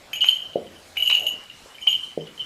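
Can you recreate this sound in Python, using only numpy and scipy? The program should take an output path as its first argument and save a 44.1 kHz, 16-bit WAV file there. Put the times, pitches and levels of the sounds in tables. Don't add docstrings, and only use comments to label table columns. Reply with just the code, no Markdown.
import sys
import numpy as np
from scipy import signal
from scipy.io import wavfile
from scipy.ndimage import uniform_filter1d

SR = 44100
rng = np.random.default_rng(int(sys.argv[2]) if len(sys.argv) > 2 else 0)


def elevation(decibels):
    levels = np.asarray(decibels, float)
    return 10 ** (levels / 20)


def persist_wave(psi):
    counts = np.round(np.clip(psi, -1, 1) * 32767).astype(np.int16)
    wavfile.write(sys.argv[1], SR, np.atleast_2d(counts).T)


N = 108045


def evened(x):
    return x / np.sqrt(np.mean(x ** 2) + 1e-20)


def read(points, hz):
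    f, value = np.transpose(points)
    return np.interp(np.log(hz + 1), np.log(f + 1), value)


def envelope(points):
    return elevation(np.interp(np.arange(N) / SR, *np.transpose(points)))


def clicks(times, sizes):
    at = np.round(np.asarray(times) * SR).astype(int)
    return np.bincount(np.clip(at, 0, N - 1), sizes, N)


def ring(x, hz, t60, rise_s=0.00027):
    t = np.arange(SR // 2) / SR
    tone = np.sin(2 * np.pi * hz * t) * elevation(-60 * t / t60) * (1 - np.exp(-t / rise_s))
    return signal.oaconvolve(x, tone)[:N]


def burst(length_s, edges_hz):
    x = rng.standard_normal(1500) * np.exp(-np.arange(1500) / SR / length_s)
    return signal.sosfilt(signal.butter(2, edges_hz, "bandpass", fs=SR, output="sos"), x)


def add(mix, s, sound):
    part = mix[round(s * SR):][:len(sound)]
    part += sound[:len(part)]


def hiss(spectrum, patchy_db):
    hz = np.fft.rfftfreq(1024, 1 / SR)
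    a, b, patches = rng.standard_normal((N // 256 + 5, 513, 3)).T
    patches = uniform_filter1d(patches, size=14, axis=0)
    patches = evened(uniform_filter1d(patches, size=10, axis=1))
    gain = elevation(read(spectrum, hz)[:, None] + patchy_db * patches)
    noise = signal.istft((a + 1j * b) * gain, nperseg=1024, noverlap=768)[1]
    return evened(noise[:N])


def background():
    # (frequency [Hz], density [dB per Hz])
    air_colour = [(12, -43), (20, -7.5), (93, -5.5), (316, -5.5), (708, -7), (3020, -8.5), (4710, -13.5),
                  (14900, -28.5), (15700, -38)]
    # (frequency [Hz], density [dB per Hz])
    cloth_colour = [(900, -7.5), (2000, -31), (4000, 7.5), (8000, 3), (12000, -3), (15500, -35)]
    # (time [s], level [dB])
    cloth_swell = [(0, -60), (.12, -67), (.3, -51), (.58, -71), (.86, -57), (1.1, -62), (1.3, -58.5),
                   (1.48, -65.5), (1.63, -55), (1.75, -61.5), (2.05, -52), (2.2, -67), (2.32, -63),
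                   (2.45, -55.5)]
    # (time [s], level [dB])
    hum_swell = [(0, -66), (.54, -87), (.6, -61), (1.12, -59.5), (1.2, -75), (2.45, -73)]
    air_db, cloth_db, patchy_db = -50, 0.5, 2.5
    hum_hz, hum_width_hz = 85, 5.4
    pole = np.exp(-np.pi * hum_width_hz / SR)
    wander = evened(signal.lfilter([1], [1, -pole], rng.standard_normal(N)))
    carrier = np.exp(2j * np.pi * hum_hz * np.arange(N) / SR)
    hum = evened((carrier * (3.0 + wander)).real) * envelope(hum_swell)
    air = elevation(air_db) * hiss(air_colour, patchy_db)
    cloth = elevation(cloth_db) * envelope(cloth_swell) * hiss(cloth_colour, patchy_db)
    return air + hum + cloth


def knocks():
    # (time [s], peak [dB], hollow tone [dB], wall tone [dB], rim tone [dB])
    pocket_hits = [
        (0.1311, -21, -22, -5.5, -17),
        (0.2418, -15, -15.5, -35, -9),
        (0.9572, -34, -10, -25, -12),
        (0.9687, -19.5, -10.5, -6.5, -22),
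        (0.998, -31, -20, -10, 3),
        (1.0989, -13, -34, -12, 0),
        (1.1124, -18.5, -13.5, -14, -8),
        (1.1423, -29, -7, -3, -18),
        (1.7823, -36.5, -27, 1, -30),
        (1.8687, -18, -10, -12, -25),
    ]
    # (frequency [Hz], t60 [s])
    pocket_tones = [(780, 0.024), (2350, 0.052), (3880, 0.018)]
    # (frequency [Hz], level [dB], t60 [s])
    wood_chips = [(2295, -4.5, 0.024), (2576, -1, 0.03), (1017, -12, 0.015)]
    # (time [s], peak [dB], low edge [Hz], high edge [Hz])
    slit_grazes = [(.2075, -20, 3200, 4730), (.229, -26, 3300, 4800), (0.2825, -16.5, 3200, 4700),
                   (1.058, -23, 3300, 4750), (1.146, -21, 2400, 4600), (1.151, -16.5, 2400, 4300),
                   (1.266, -19, 2400, 4030), (1.498, -28, 2400, 3500), (1.905, -30.5, 3200, 5860),
                   (1.93, -24, 3200, 5500), (2.27, -31, 2400, 4000), (2.278, -34.5, 2400, 4220),
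                   (.2425, -25, 4400, 6500), (.302, -30, 8000, 10500), (1.088, -22, 7000, 8500),
                   (1.101, -23.5, 4480, 8900), (1.113, -28, 4020, 7600), (1.157, -30, 6000, 13000),
                   (1.438, -41, 4000, 11000)]
    clack_db, clack_s, clack_hz = -4.5, 0.0031, (730, 3740)
    graze_s = 0.0016
    s, peak_db, *tones_db = np.transpose(pocket_hits)
    out = np.zeros(N)
    luck_db = 2 * rng.standard_normal((len(wood_chips), len(s)))
    for (hz, db, t60), u in zip(wood_chips, luck_db):
        out += ring(clicks(s, elevation(peak_db + db + u)), hz, t60, rise_s=0.0016)
    for (hz, t60), db in zip(pocket_tones, tones_db):
        out += ring(clicks(s, elevation(peak_db + db)), hz, t60, rise_s=0.001)
    for start, db in zip(s, peak_db):
        add(out, start, elevation(db + clack_db) * burst(clack_s, clack_hz))
    for start, db, *edges_hz in slit_grazes:
        add(out, start, elevation(db) * burst(graze_s, edges_hz))
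    return out


def bell(strikes, shell, overtones):
    # (time [s], level [dB])
    belly_favour = [(.13, 3.5), (.2, -5), (.265, 3.5), (.33, -2), (.97, -10), (1.02, -5), (1.13, 4),
                    (1.17, -5), (1.21, 2.5), (1.27, 3), (1.8, -5), (1.89, -2.5), (1.95, -13), (2.4, -4)]
    belly_top_hz, overtone_scatter_db = 8000, 4.0
    shell_rise_s, shell_detune = 0.0017, 0.0013
    caught_t60 = 0.021
    snap_hz, snap_spread, snap_db, snap_t60 = 3650, 0.08, -23, 0.006
    strike_db, tick_db, tick_s, tick_hz = -1, -10, 0.0033, (2980, 10500)
    bounces_per_s, bounce_db, bounce_t60, bounce_spread_db, bounce_shell_db = 300, -11.5, 0.14, 2.5, -10
    bell_low_hz = 2315

    s, peak_db, share, bright_db, t60s = np.transpose(strikes)
    size, share = elevation(peak_db + strike_db), np.clip(share, 0, 1)
    t = np.arange(SR // 4) / SR
    luck = rng.standard_normal((len(s), 3 + len(overtones)))
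    bounce = rng.choice([-1., 1.], N) * (rng.random(N) < bounces_per_s / SR)
    bounce = bounce * elevation(bounce_db + bounce_spread_db * np.minimum(rng.exponential(1, N), 2))

    def rattle(weights):
        dying = signal.oaconvolve(clicks(s, weights), elevation(-60 * t / bounce_t60))[:N]
        return 2 * rng.random(N) * bounce * dying

    out = np.zeros(N)
    for hz in shell[:2]:
        out += ring(elevation(bounce_shell_db) * rattle(size), hz, shell[2], rise_s=shell_rise_s)
    gaps = np.diff(s, append=9)
    for start, gap, a, up, t60, u in zip(s, gaps, size, share, t60s, luck):
        caught = np.maximum(t - gap, 0) / caught_t60
        fade = (1 - np.exp(-t / shell_rise_s)) * elevation(-60 * (t / t60 + caught))
        shell_hz = np.array(shell[:2]) * (1 + shell_detune * u[:2])
        low, high = np.sin(2 * np.pi * np.outer(shell_hz, t))
        snap = np.sin(2 * np.pi * snap_hz * (1 + snap_spread * u[2]) * t)
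        snap = snap * elevation(snap_db - 60 * t / snap_t60)
        add(out, start, a * (fade * ((1 - up) * low + up * high) + snap))
    favour_db = np.interp(s, *np.transpose(belly_favour))
    for (hz, db, t60), u in zip(overtones, luck.T[3:]):
        weights = size * elevation(bright_db + db + overtone_scatter_db * u + (hz < belly_top_hz) * favour_db)
        out += ring(clicks(s, weights) + rattle(weights), hz, t60, rise_s=0.0018)
    weights = size * elevation(bright_db + tick_db)
    out += signal.oaconvolve(clicks(s, weights) + rattle(weights), burst(tick_s, tick_hz))[:N]
    return signal.sosfilt(signal.butter(4, bell_low_hz, "highpass", fs=SR, output="sos"), out)


def left_bell():
    # (time [s], peak [dB], share of upper shell tone [0-1], overtones [dB], ring t60 [s])
    first_swing = [(0.1314, -15.5, 0.72, -15.5, 0.071), (0.1527, -23, 1, -8.5, 0.047),
                   (0.1587, -11, 0.65, -39, 0.025), (0.167, -14.5, 0.44, -29, 0.052),
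                   (0.2075, -7.5, 0.78, -35, 0.11), (0.2151, -3.5, 0.37, -27, 0.11),
                   (0.2285, -4.5, 0.53, -36, 0.065), (0.2445, -5, 0.96, -40, 0.033),
                   (0.255, -12, 0.6, -22, 0.039), (0.2647, -13.5, 0.7, -22, 0.089),
                   (0.2858, 2, 0.99, -31.5, 0.054), (0.2949, -13, 0.2, -25, 0.022),
                   (0.3134, -10, 0.9, -38, 0.084), (0.3445, -19, 0.83, -20, 0.082),
                   (0.3717, -17.5, 0.75, -31, 0.082), (0.4023, -16.5, 0.84, -30.5, 0.02),
                   (0.419, -25.5, 0.66, -34, 0.053), (0.447, -24, 0, -30, 0.03),
                   (0.5324, -24.5, 0.54, -39, 0.04), (0.6668, -33, 0.6, -35, 0.056),
                   (0.76, -38, 0.6, -31, 0.09)]
    # (time [s], peak [dB], share of upper shell tone [0-1], overtones [dB], ring t60 [s])
    third_swing = [(1.7017, -35, 0.21, -32, 0.036), (1.7468, -29.5, 0.6, -22, 0.07),
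                   (1.812, -26.5, 0.61, -16.5, 0.076), (1.8237, -21.5, 0.67, -30.5, 0.12),
                   (1.8716, -3, 0.96, -35, 0.21), (1.8774, -3.5, 0.25, -33, 0.049),
                   (1.8879, -18.5, 0.81, -15, 0.05), (1.906, -7.5, 0.82, -25.5, 0.039),
                   (1.9144, -11, 0.51, -45, 0.043), (1.928, -4, 0.62, -36, 0.037),
                   (1.9366, -16, 0.38, -24, 0.066), (1.9519, -12.5, 0.4, -47, 0.067),
                   (1.9836, -19.5, 0.52, -40, 0.067), (2.0321, -18.5, 1, -36, 0.063),
                   (2.046, -32, 0.77, -33, 0.06), (2.2075, -25, 0.97, -42, 0.031),
                   (2.269, -33, 0.93, -32, 0.067), (2.2723, -26, 0.23, -40, 0.034),
                   (2.377, -23.5, 0.76, -28, 0.036), (2.3941, -19.5, 0.79, -33, 0.093),
                   (2.4016, -16, 0.96, -45, 0.062), (2.4088, -21.5, 0.9, -40, 0.051)]
    # (lower [Hz], upper [Hz], t60 [s])
    left_shell = (2935, 3075, 0.059)
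    # (frequency [Hz], level [dB], t60 [s])
    left_overtones = [(6360, -11, 0.068), (6726, -4.5, 0.092), (11380, -6.5, 0.054), (12500, -6, 0.041),
                      (14700, -30, .02), (15400, -38, .02)]
    return bell(first_swing + third_swing, left_shell, left_overtones)


def steps():
    # (time [s], peak [dB], pitch [Hz])
    footfalls = [
        (0.5525, -10.5, 520),
        (1.333, -42, 240),
        (1.654, -39, 515),
        (2.171, -14.5, 465),
    ]
    # (frequency [Hz], level [dB], t60 [s])
    near_boards = [(154, -27, 0.083), (339.4, -19.5, 0.26), (496, -19, 0.068), (576, -30, .12),
                   (627, -21, 0.18), (705, -18, 0.26)]
    # (frequency [Hz], level [dB], t60 [s])
    far_boards = [(157, -16, 0.23), (267, -22.5, .15), (433, -11.5, 0.13), (520, -16, 0.13),
                  (640, -20, 0.049)]
    thud_t60, thud_rise_s, lag_s = 0.017, 0.00036, 0.00324
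    low_hz, top_hz = 123, 771
    out = np.zeros(N)
    for (s, peak_db, pitch_hz), boards in zip(footfalls, [near_boards] * 3 + [far_boards]):
        out += ring(clicks([s + lag_s], [-2.2 * elevation(peak_db)]), pitch_hz, thud_t60, rise_s=thud_rise_s)
        for hz, db, t60 in boards:
            out += ring(clicks([s + lag_s], [elevation(peak_db + db)]), hz, t60, rise_s=0.0072)
    out = signal.sosfilt(signal.butter(2, low_hz, "highpass", fs=SR, output="sos"), out)
    return signal.sosfilt(signal.butter(10, top_hz, fs=SR, output="sos"), out)


def right_bell():
    # (time [s], peak [dB], share of upper shell tone [0-1], overtones [dB], ring t60 [s])
    second_swing = [(0.9594, -34, 0.94, -50, 0.08), (0.9717, -8.5, 0.66, -21.5, 0.08),
                    (0.9828, -15, 0.25, -18, 0.087), (1.0013, -11.5, 0.87, -23, 0.06),
                    (1.0234, -5.5, 1, -23, 0.05), (1.0351, -20.5, 0.49, -7, 0.034),
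                    (1.046, -15.5, 0.79, -30, 0.08), (1.059, -7.5, 0.87, -23, 0.061),
                    (1.067, -9, 0.36, -35, 0.19), (1.0755, -0.5, 0.89, -21.5, 0.038),
                    (1.1017, -8.5, 0.71, -24.5, 0.13), (1.111, 2, 0.44, -37.5, 0.03),
                    (1.1244, -5.5, 0.91, -27.5, 0.064), (1.139, -9.5, 1, -23, 0.075),
                    (1.1505, -1.5, 0.3, -27.5, 0.029), (1.17, -7.5, 0.37, -24, 0.052),
                    (1.1954, -8.5, 0.52, -21.5, 0.018), (1.2319, -18, 0.57, -18, 0.085),
                    (1.266, -4, 0.83, -21.5, 0.063), (1.2742, -12, 0.42, -22.5, 0.04),
                    (1.286, -16, 0.43, -26, 0.051), (1.499, -20.5, 0.12, -37, 0.027)]
    # (lower [Hz], upper [Hz], t60 [s])
    right_shell = (2850, 2960, 0.047)
    # (frequency [Hz], level [dB], t60 [s])
    right_overtones = [(6385, -9, 0.058), (6760, -7, 0.051), (11442, -5.5, 0.061), (12400, -9.5, 0.039),
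                       (14500, -23, .02), (14400, -15, 0.021), (14750, -21, .02), (14950, -14, .022)]
    return bell(second_swing, right_shell, right_overtones)


def scuff():
    # (time [s], level [dB])
    slide_swell = [(1.16, -56.5), (1.2, -45), (1.225, -42.5), (1.25, -42.5), (1.3, -52), (1.38, -54.5),
                   (1.46, -88)]
    # (frequency [Hz], density [dB per Hz])
    slide_colour = [(250, -20), (420, -7.5), (620, 1.5), (740, -1.5), (1000, -21), (3000, -58)]
    return envelope(slide_swell) * hiss(slide_colour, patchy_db=1.5)


def room(x):
    # (frequency [Hz], t60 [s])
    room_decay = [(150, 0.76), (500, 0.27), (3000, 0.43), (7000, 0.23), (14000, 0.21)]
    taps = np.zeros(SR)
    at = np.arange(260, SR - 20, 20)
    taps[at + rng.integers(0, 20, len(at))] = rng.choice([-1., 1.], len(at))
    hz, t, z = signal.stft(taps, SR, nperseg=256)
    fade = elevation(-60 * t / read(room_decay, hz)[:, None])
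    tail = signal.istft(z * fade, SR, nperseg=256)[1]
    return signal.fftconvolve(x, tail / np.linalg.norm(tail))[:N]


def scene():
    bells = left_bell() + right_bell()
    wood, soles = knocks(), steps()
    bell_room_db, knock_room_db, step_room_db = -8.5, -5.5, -8
    wet = room(elevation(bell_room_db) * bells + elevation(knock_room_db) * wood + elevation(step_room_db) * soles)
    return (bells + wood + soles + wet + scuff() + background())[None]


def roll_off(x):
    return signal.sosfilt(signal.butter(12, 15770, fs=SR, output="sos"), x)


def record(dry):
    treble_limit = signal.firwin(255, 15720, fs=SR)[None]
    mix = signal.oaconvolve(dry, treble_limit, "same")
    return roll_off(mix)


dry = scene()
out = record(dry)
persist_wave(out)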